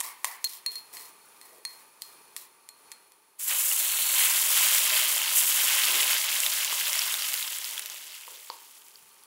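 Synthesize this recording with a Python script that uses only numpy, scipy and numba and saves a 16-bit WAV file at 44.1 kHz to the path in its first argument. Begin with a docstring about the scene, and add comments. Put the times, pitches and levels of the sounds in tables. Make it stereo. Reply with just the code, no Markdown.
"""Kitchen: wooden chopsticks tap and scrape herb paste out of a stone mortar, left of a close stereo microphone.
Taps and scrapes are chattering or gritty forces on ringing modes of stone and hollow cup.
Hot oil is then poured on the paste in a small bowl: thousands of random bubble rings spit, froth and gurgle,
and die down while chopsticks knock the bowl. A fan-like hum of banded noise fills the background."""
import sys
import numpy as np
from scipy import signal
from scipy.fft import rfft, irfft, next_fast_len
from scipy.io import wavfile
from scipy.ndimage import uniform_filter1d
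from numba import njit

SR = 44100
rng = np.random.default_rng(int(sys.argv[2]) if len(sys.argv) > 2 else 0)


def invert_db(x):
    """Field ratio 10**(x/20) for x, a level in decibels (scalar or array-like)."""
    u = np.asarray(x, float) / 20
    return 10 ** u


def file_out(sig):
    """Save sig as 16-bit WAV at sys.argv[1]."""
    # one column per channel
    cols = np.atleast_2d(sig).T
    # limit, then scale
    lim = np.clip(cols, -1, 1)
    pcm = np.round(lim * 32767).astype(np.int16)
    wavfile.write(sys.argv[1], SR, pcm)


N = 408354
T = np.arange(N) / SR


def unit(x):
    """Scale to rms 1."""
    return x / np.sqrt(np.mean(x ** 2))


def peak(x, db):
    """Scale the largest magnitude to a level."""
    return x * invert_db(db) / np.max(np.abs(x))


def curves(table):
    """Value columns of a time table as sample-rate curves; -120 dB outside it."""
    s, *columns = np.transpose(table)
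    return [np.interp(T, s, c, left=-120, right=-120) for c in columns]


def colour(x, points, bands=(), bands_db=0, lo_hz=1, hi_hz=SR):
    """Filter by a spectrum of points plus resonant bands, between two edges; rms 1."""
    size = next_fast_len(N)
    hz = np.arange(1, size // 2 + 2) * SR / size
    point_hz, point_db = np.transpose(points)
    power = invert_db(2 * np.interp(np.log(hz), np.log(point_hz), point_db))
    for centre_hz, width_hz, db in bands:
        power = power + invert_db(2 * (db + bands_db)) / (1 + (2 * (hz - centre_hz) / width_hz) ** 2) ** 2
    power = power / (1 + (lo_hz / hz) ** 6) / (1 + (hz / hi_hz) ** 12)
    return unit(irfft(rfft(x, size) * np.sqrt(power), size)[..., :N])


@njit
def add(out, start, hz, t60, size, glide):
    """Add decaying sines; glide = relative rise of pitch over the ring."""
    for k in range(len(start)):
        steps = min(int(t60[k] * SR), len(out) - start[k])
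        z = size[k] + 0j
        p = np.exp(2j * np.pi * hz[k] / SR - np.log(1000) / (t60[k] * SR))
        turn = np.exp(2j * np.pi * hz[k] * glide / (SR * SR * t60[k]))
        for i in range(steps):
            out[start[k] + i] += z.imag
            z *= p
            p *= turn


def ring(force, modes):
    """A force drives decaying modes (pitch_hz, level_db, t60_s)."""
    t = T[:SR // 2]
    body = sum(invert_db(db) * np.exp(-np.log(1000) * t / t60) * np.sin(2 * np.pi * hz * t) for hz, db, t60 in modes)
    return signal.oaconvolve(force, body)[:len(force)]


def bubbles(count, lo_hz, hi_hz, cycles, spread_db, glide):
    """Random bubbles: many small, a few large; each rings some cycles as it bursts."""
    when, pitch, rank, length = rng.random((count, 4)).T
    start = (when * N).astype(np.int64)
    hz = lo_hz + (hi_hz - lo_hz) * pitch
    t60 = cycles * (.5 + length) / hz
    big = np.minimum(-np.log(1 - rank), 5.5)
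    size = invert_db((big - 1.5) * spread_db[start]) / np.sqrt(t60)
    out = np.zeros(N)
    add(out, start, hz, t60, size, glide)
    return out


def walk(rate_hz):
    """Random levels held 1 / rate_hz and slewed twice; spread near 1."""
    k = int(SR / rate_hz)
    held = np.repeat(rng.standard_normal(N // k + 1), k)
    return 1.31 * uniform_filter1d(uniform_filter1d(held, k), k)[:N]


def thin(x, hz):
    """Small things radiate no bass: high-pass."""
    return signal.sosfilt(signal.butter(3, hz, "high", fs=SR, output="sos"), x)


def place(table, sounds):
    """Start each sound at the time of its row."""
    out = np.zeros(N + SR)
    for row, sound in zip(table, sounds):
        out[int(row[0] * SR):][:len(sound)] += sound
    return out[:N]


def sides(pan_db):
    """Left and right gains for a left-minus-right level."""
    return invert_db(np.array([[pan_db], [-pan_db]]) / 2)


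def room(x, t60, wet_db, side_db):
    """Counter and walls send back a tail, other in each ear; its bright part dies four times as fast."""
    t = T[:SR // 2]
    bright, dull = rng.standard_normal((2, 2, len(t)))
    dull = signal.sosfilt(signal.butter(2, 2500, fs=SR, output="sos"), dull)
    decay = np.exp(-np.log(1000) * t / t60)
    mid, side = dull * decay + bright * decay ** 4
    tails = np.array([mid + invert_db(side_db) * side, mid - invert_db(side_db) * side])
    tails = tails / np.sqrt(np.sum(mid ** 2))
    return x + invert_db(wet_db) * signal.oaconvolve(x, tails, axes=1)[:, :N]


# chopstick taps on mortar; the 0.473 s row is mostly a stone ring under a scrape:
# start_s, tick_db, ring_db, knock_db (ring and knock relative to tick)
TAP_HITS = [(.0034, -13.5, -67, -17), (0.0095, -16.5, -60, -7.5), (0.245, -11.5, -63, -3),
            (0.2528, -17.5, -62, -35), (0.4425, -14.5, -18, -14.5), (0.446, -11.5, -18, -29.5),
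            (0.473, -35, 0, -20.5), (0.662, -16.5, -8.5, -11), (0.756, -25, -9, -12),
            (0.9692, -29, -12.5, -3.5), (1.4135, -32, -17, -11), (1.6511, -19, -14, -8),
            (2.02, -20, -20, -18), (2.3645, -20, -30, -10), (2.689, -28, -21, -14),
            (2.917, -26, -20, -11.5), (2.922, -35.5, -56, -5), (3.12, -39.5, -35, -14)]
# stone modes: pitch_hz, level_db, t60_s
STONE_MODES = [(4241, -2, .08), (4243, -3, .38)]
# modes of the air in the cup: pitch_hz, level_db, t60_s
CUP_MODES = [(1035, 9.5, 0.0093), (1923, 3.5, 0.0077), (2110, 4.5, 0.0038)]
RIM_FROM_S = .4  # later taps land near the rim and knock thinner


def taps():
    """Each contact chatters for some milliseconds: a broad tick, the cup's knock and the long stone ring."""
    t = T[:SR // 2]
    push = (t == 0) * 1.
    tick_modes = [(4800, -21.0, 0.0018), (9030, -2.0, 0.00052)]  # pitch_hz, level_db, t60_s
    blows, rings = [], []
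    for start_s, tick_db, ring_db, knock_db in TAP_HITS:
        chatter = rng.standard_normal(len(t))
        tick_force = 1.1 * push + chatter * np.exp(-t / 0.0018)
        knock_force = push + 0.022 * chatter * np.exp(-t / 0.00017)
        tick = thin(ring(tick_force, tick_modes), 3200)
        knock = thin(ring(knock_force, CUP_MODES), 1000 if start_s < RIM_FROM_S else 1750)
        blows.append(peak(tick, tick_db) + peak(knock, tick_db + knock_db))
        rings.append(peak(thin(ring(push, STONE_MODES), 2800), tick_db + ring_db))
    waver = invert_db(2.5 * walk(30))  # the ring's level wavers at random
    contact = room(place(TAP_HITS, blows) * sides(4.8), 0.81, -10.0, -1.7)
    return contact + place(TAP_HITS, rings) * waver * sides(5.3)


# strokes over the stone: start_s, length_s, grit_db, rumble_db
STROKES = [(0.022, 0.071, -40, -46.5), (0.257, 0.07, -39.5, -45), (0.482, 0.076, -40.5, -61),
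           (0.694, 0.098, -50, -66), (0.923, 0.15, -45, -58), (1.413, 0.16, -57, -62.5),
           (1.662, 0.14, -54, -62), (2.006, 0.11, -53.5, -69), (2.357, 0.084, -48, -66)]
# grit spectrum: freq_hz, density_db (per Hz)
GRIT_SPECTRUM = [(1470, -53), (2500, -12.5), (5000, -8.5), (8080, -10), (9440, -3), (16000, -8.5)]


def scrape():
    """Dense grit clicks under the stick; they also stir the cup's air."""
    clicks = rng.standard_normal(N) * invert_db(3.5 * walk(900) + 1.5 * walk(100))
    grit, rumble = np.zeros((2, N))
    for start_s, length_s, grit_db, rumble_db in STROKES:
        # pressure builds quickly, eases and lets go
        stroke = np.interp(T - start_s, [0, .012, length_s, length_s + 0.043], [0.033, 1, 0.43, 0.0044])
        grit = grit + invert_db(grit_db) * stroke
        rumble = rumble + invert_db(rumble_db) * stroke
    cup = thin(ring(clicks * rumble, CUP_MODES), 950) / np.std(ring(clicks, CUP_MODES))
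    return room((grit * colour(clicks, GRIT_SPECTRUM) + cup) * sides(2.9), 0.49, -1.0, 1.6)


# oil spectrum: freq_hz, density_db (per Hz)
OIL_SPECTRUM = [(25, -34), (335, -28), (607, -28), (911, -10), (2910, -12), (5730, 0.5), (7710, 4),
                (14800, 6), (16000, 8)]
# resonances of the air in the bowl: centre_hz, width_hz, level_db
BOWL_AIR_BANDS = [(626, 163, -12), (2136, 370, -10.5), (3030, 930, -6), (7490, 1500, 3), (10420, 1400, 4.5),
                  (11830, 1200, 3.5)]
# strength of the boil, first drops, full stream, then cooling oil: time_s, level_db
BOIL_LEVEL = [(3.375, -87), (3.395, -33.5), (3.46, -33), (3.48, -27), (4.1, -25.5), (4.75, -23.5),
              (5.3, -29), (5.95, -26), (6.3, -28.5), (7.0, -30), (7.7, -38), (8.0, -43), (9.26, -62)]
# level of the froth, the 2-4 kHz body of the frying: time_s, level_db
FROTH_LEVEL = [(3.375, -80), (3.4, -49), (3.46, -48), (3.51, -32), (3.62, -38.5), (4.09, -37),
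               (4.21, -30.5), (4.47, -34), (4.53, -29.5), (4.88, -32.5), (4.94, -27.5), (5.1, -31.5),
               (5.54, -33.5), (5.6, -30), (6.15, -29.5), (6.2, -33.5), (7.06, -34.5), (8.32, -53),
               (9.26, -71)]
# short bright pops in the sizzle, and a late chopstick tap at 8.957 s: start_s, peak_db, pitch_hz
BRIGHT_POPS = [(3.715, -14.5, 2830), (6.403, -7.5, 8450), (6.435, -14, 2820), (6.464, -10.5, 3600),
               (6.647, -13, 7000), (6.88, -13, 11900), (6.931, -13.5, 5730), (6.992, -10.5, 5500),
               (7.018, -16, 4660), (7.077, -17, 13000), (7.1237, -16, 8000), (7.141, -12, 3730),
               (7.222, -15.5, 4690), (7.334, -12, 7900), (7.3405, -10, 13500), (7.427, -16, 4000),
               (7.5854, -18, 8200), (7.644, -18, 5000), (7.7789, -17, 3350), (7.794, -15.5, 9600),
               (7.859, -17, 13500), (7.8994, -22, 6500), (8.9568, -33.5, 4700), (9.236, -36, 10000)]
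GURGLE_DB = -13  # over the froth


def sizzle():
    """Spit, fizz, froth bubbles, fat gurgles and lone crackles follow the pour; spit, froth and fizz surge together."""
    boil_db, froth_db = curves(BOIL_LEVEL)[0], curves(FROTH_LEVEL)[0]
    flare_db, fizz_db = flares(), fizz_rise()
    # as the oil cools the bursts thin out: sizes spread wider
    spread_db = np.clip(0.6 + 0.45 * (T - 3), 1, 7)

    spitting = bubbles(count=60000, lo_hz=2820, hi_hz=16500, cycles=3.7, spread_db=spread_db, glide=0.092)
    foaming = bubbles(count=25000, lo_hz=700, hi_hz=8000, cycles=9., spread_db=.95 * spread_db, glide=.4)
    gurgling = bubbles(count=8000, lo_hz=249, hi_hz=2090, cycles=11.7, spread_db=0.08 * spread_db, glide=0.65)
    crackling = bubbles(count=1500, lo_hz=1500, hi_hz=14700, cycles=2.8, spread_db=spread_db, glide=0.)
    spit = colour(spitting, OIL_SPECTRUM, BOWL_AIR_BANDS, lo_hz=5800)
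    froth = colour(foaming, OIL_SPECTRUM, BOWL_AIR_BANDS, lo_hz=1510, hi_hz=3690)
    fizz = colour(foaming, OIL_SPECTRUM, BOWL_AIR_BANDS, lo_hz=4220, hi_hz=6100)
    gurgle = colour(gurgling, OIL_SPECTRUM, BOWL_AIR_BANDS, hi_hz=1280)
    crackle = colour(crackling, OIL_SPECTRUM, BOWL_AIR_BANDS)

    surge_db = 0.84 * walk(90)
    spit_db = boil_db + surge_db + flare_db + 1.23 * walk(22)
    bubbling_db = froth_db + surge_db + 0.67 * walk(30)
    crackle_db = boil_db + flare_db - 11.0 + 0.88 * spread_db
    gains = invert_db([spit_db, bubbling_db, crackle_db, boil_db + surge_db + fizz_db, froth_db + GURGLE_DB])
    layers = np.array([spit, froth, crackle, fizz, gurgle])
    mid = np.sum(gains[:4] * layers[:4], axis=0)
    near_middle = gains[4] * gurgle

    # a rough band stands out during the first pour
    rough = unit(ring(foaming, [(4400, 0, 0.006)]))
    mid = mid + invert_db(boil_db - 14) * np.exp(-((T - 4.02) / 0.24) ** 4) * rough

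    # the same bubbling, shifted half a second, widens the stereo
    shifted = np.roll(layers, SR // 2, axis=1)
    side_gain = invert_db([[-7.7], [-7.7], [-7.7], [-7.7], [-12]])
    side = np.sum(side_gain * gains * shifted, axis=0)

    t = T[:SR // 50]
    pops = []
    for start_s, peak_db, pitch_hz in BRIGHT_POPS:
        tone = np.sin(2 * np.pi * pitch_hz * t) * np.exp(-t * pitch_hz / 4.4)
        noise = 0.37 * rng.standard_normal(len(t)) * np.exp(-t / 0.002)
        pops.append(peak(thin(tone + noise, 1400), peak_db))
    left_of_middle = (mid + place(BRIGHT_POPS, pops)) * sides(2.1)
    return room(left_of_middle + near_middle * sides(.4) + side * np.array([[1], [-1]]), .2, -18, -3)


# sudden rises of spitting; the last and largest may be a new pour: start_s, rise_db (before the fade)
FLARE_STARTS = [(3.469, 2.5), (3.68, 2.5), (4.18, 3), (4.48, 2.5), (4.93, 3.5), (5.35, 7.5)]


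def flares():
    """Each flare of spitting rises fast and fades exponentially; dB of spit over the boil."""
    rise_s, fade_s = 0.0091, 0.25
    start_s, rise_db = np.transpose(FLARE_STARTS)
    since_s = np.maximum(T - start_s[:, None], 0)
    return rise_db @ ((1 - np.exp(-since_s / rise_s)) * np.exp(-since_s / fade_s))


def fizz_rise():
    """Fizz rises over the boil along a saturating curve begun just before the pour; dB over the boil."""
    start_s, build_s = 2.97, 0.95
    first_db, full_db = -35, -9.5
    rise = 1 - np.exp(-np.maximum(T - start_s, 0) / build_s)
    return first_db + (full_db - first_db) * rise


# chopstick on bowl: start_s, knock_db, click_db (click relative to knock)
BOWL_HITS = [(6.726, -25, -15), (8.279, -34.5, -20), (8.5006, -24, 1.5)]
# modes of the oil-damped bowl: pitch_hz, level_db, t60_s
BOWL_MODES = [(520, -10, 0.028), (960, 8, 0.027), (1080, 6, 0.024), (2850, -18, 0.0039),
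              (4500, -16, 0.0035)]
# soft low swells as paste or bowl shifts: start_s, pitch_hz, level_db
SHIFT_SWELLS = [(1.41, 445, -60.5), (5.809, 366, -48.5), (8.2, 450, -63), (8.9, 160, -76)]


def stirs():
    """Chopsticks knock and rattle on the oil-damped bowl; paste and bowl shift with soft low swells."""
    t = T[:SR // 2]
    push = np.sin(np.pi * np.minimum(t / 0.00013, 1))
    knocks = []
    for start_s, knock_db, click_db in BOWL_HITS:
        chatter = rng.standard_normal(len(t))
        rattle = chatter ** 3  # cubing makes it sparse
        knock_force = push + 0.055 * chatter * np.exp(-t / 0.0045) + 0.0044 * rattle * np.exp(-t / .04)
        click_force = chatter * np.exp(-t / 0.00059) + 0.0082 * rattle * np.exp(-t / 0.057)
        knock = peak(ring(knock_force, BOWL_MODES), knock_db)
        click = peak(ring(click_force, BOWL_MODES[4:]), knock_db + click_db)
        knocks.append(knock + click)
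    swells = []
    for start_s, pitch_hz, level_db in SHIFT_SWELLS:
        rumble = ring(rng.standard_normal(len(t)), [(pitch_hz, 0, 7 / pitch_hz)])
        swell = np.exp(-(t / 0.067 - 2) ** 2)
        swells.append(invert_db(level_db) * swell * unit(thin(rumble, pitch_hz)))
    dry_stirs = thin(place(BOWL_HITS, knocks), 400) + place(SHIFT_SWELLS, swells)
    return room(dry_stirs * sides(1.1), 0.6, -11, -3)


# hum level: time_s, level_db
HUM_LEVEL = [(0, -52.5), (2.2, -50.5), (2.7, -53), (3.3, -61), (9.26, -55.5)]
# hum noise bed: freq_hz, density_db (per Hz)
HUM_SPECTRUM = [(25, -31), (405, -6), (659, -8.5), (1160, -3), (1890, -10.5), (4250, -13.5), (9840, -14),
                (16000, -17)]
# narrow hum bands: centre_hz, width_hz, level_db (before the common bands_db)
HUM_RESONANCES = [(408, 100, -7.5), (900, 140, -3), (1180, 82, -4), (2450, 290, -9), (4330, 94, -5),
                  (9740, 410, -4), (10620, 520, -9), (13600, 170, -7)]


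def hum():
    """Steady air noise with narrow resonant bands; its level wavers slowly."""
    mid, side = colour(rng.standard_normal((2, N)), HUM_SPECTRUM, HUM_RESONANCES, bands_db=4.5)
    level = invert_db(curves(HUM_LEVEL)[0] + 2.0 * walk(6.4))
    return level * np.array([0.72 * mid + .5 * side, 0.49 * mid - .5 * side])


def scene():
    """Mortar first, then oil and bowl, over the kitchen hum."""
    return taps() + scrape() + sizzle() + stirs() + hum()


def roll_off(x):
    """The treble ends steeply here."""
    return signal.sosfilt(signal.butter(12, 17010, fs=SR, output="sos"), x)


def record(dry):
    """A steep elliptic low-pass cuts the top."""
    top_hz = 15750
    low_pass = signal.ellip(12, .2, 60, top_hz, fs=SR, output="sos")
    mix = signal.sosfilt(low_pass, dry)
    return roll_off(mix)


dry = scene()
out = record(dry)
file_out(out)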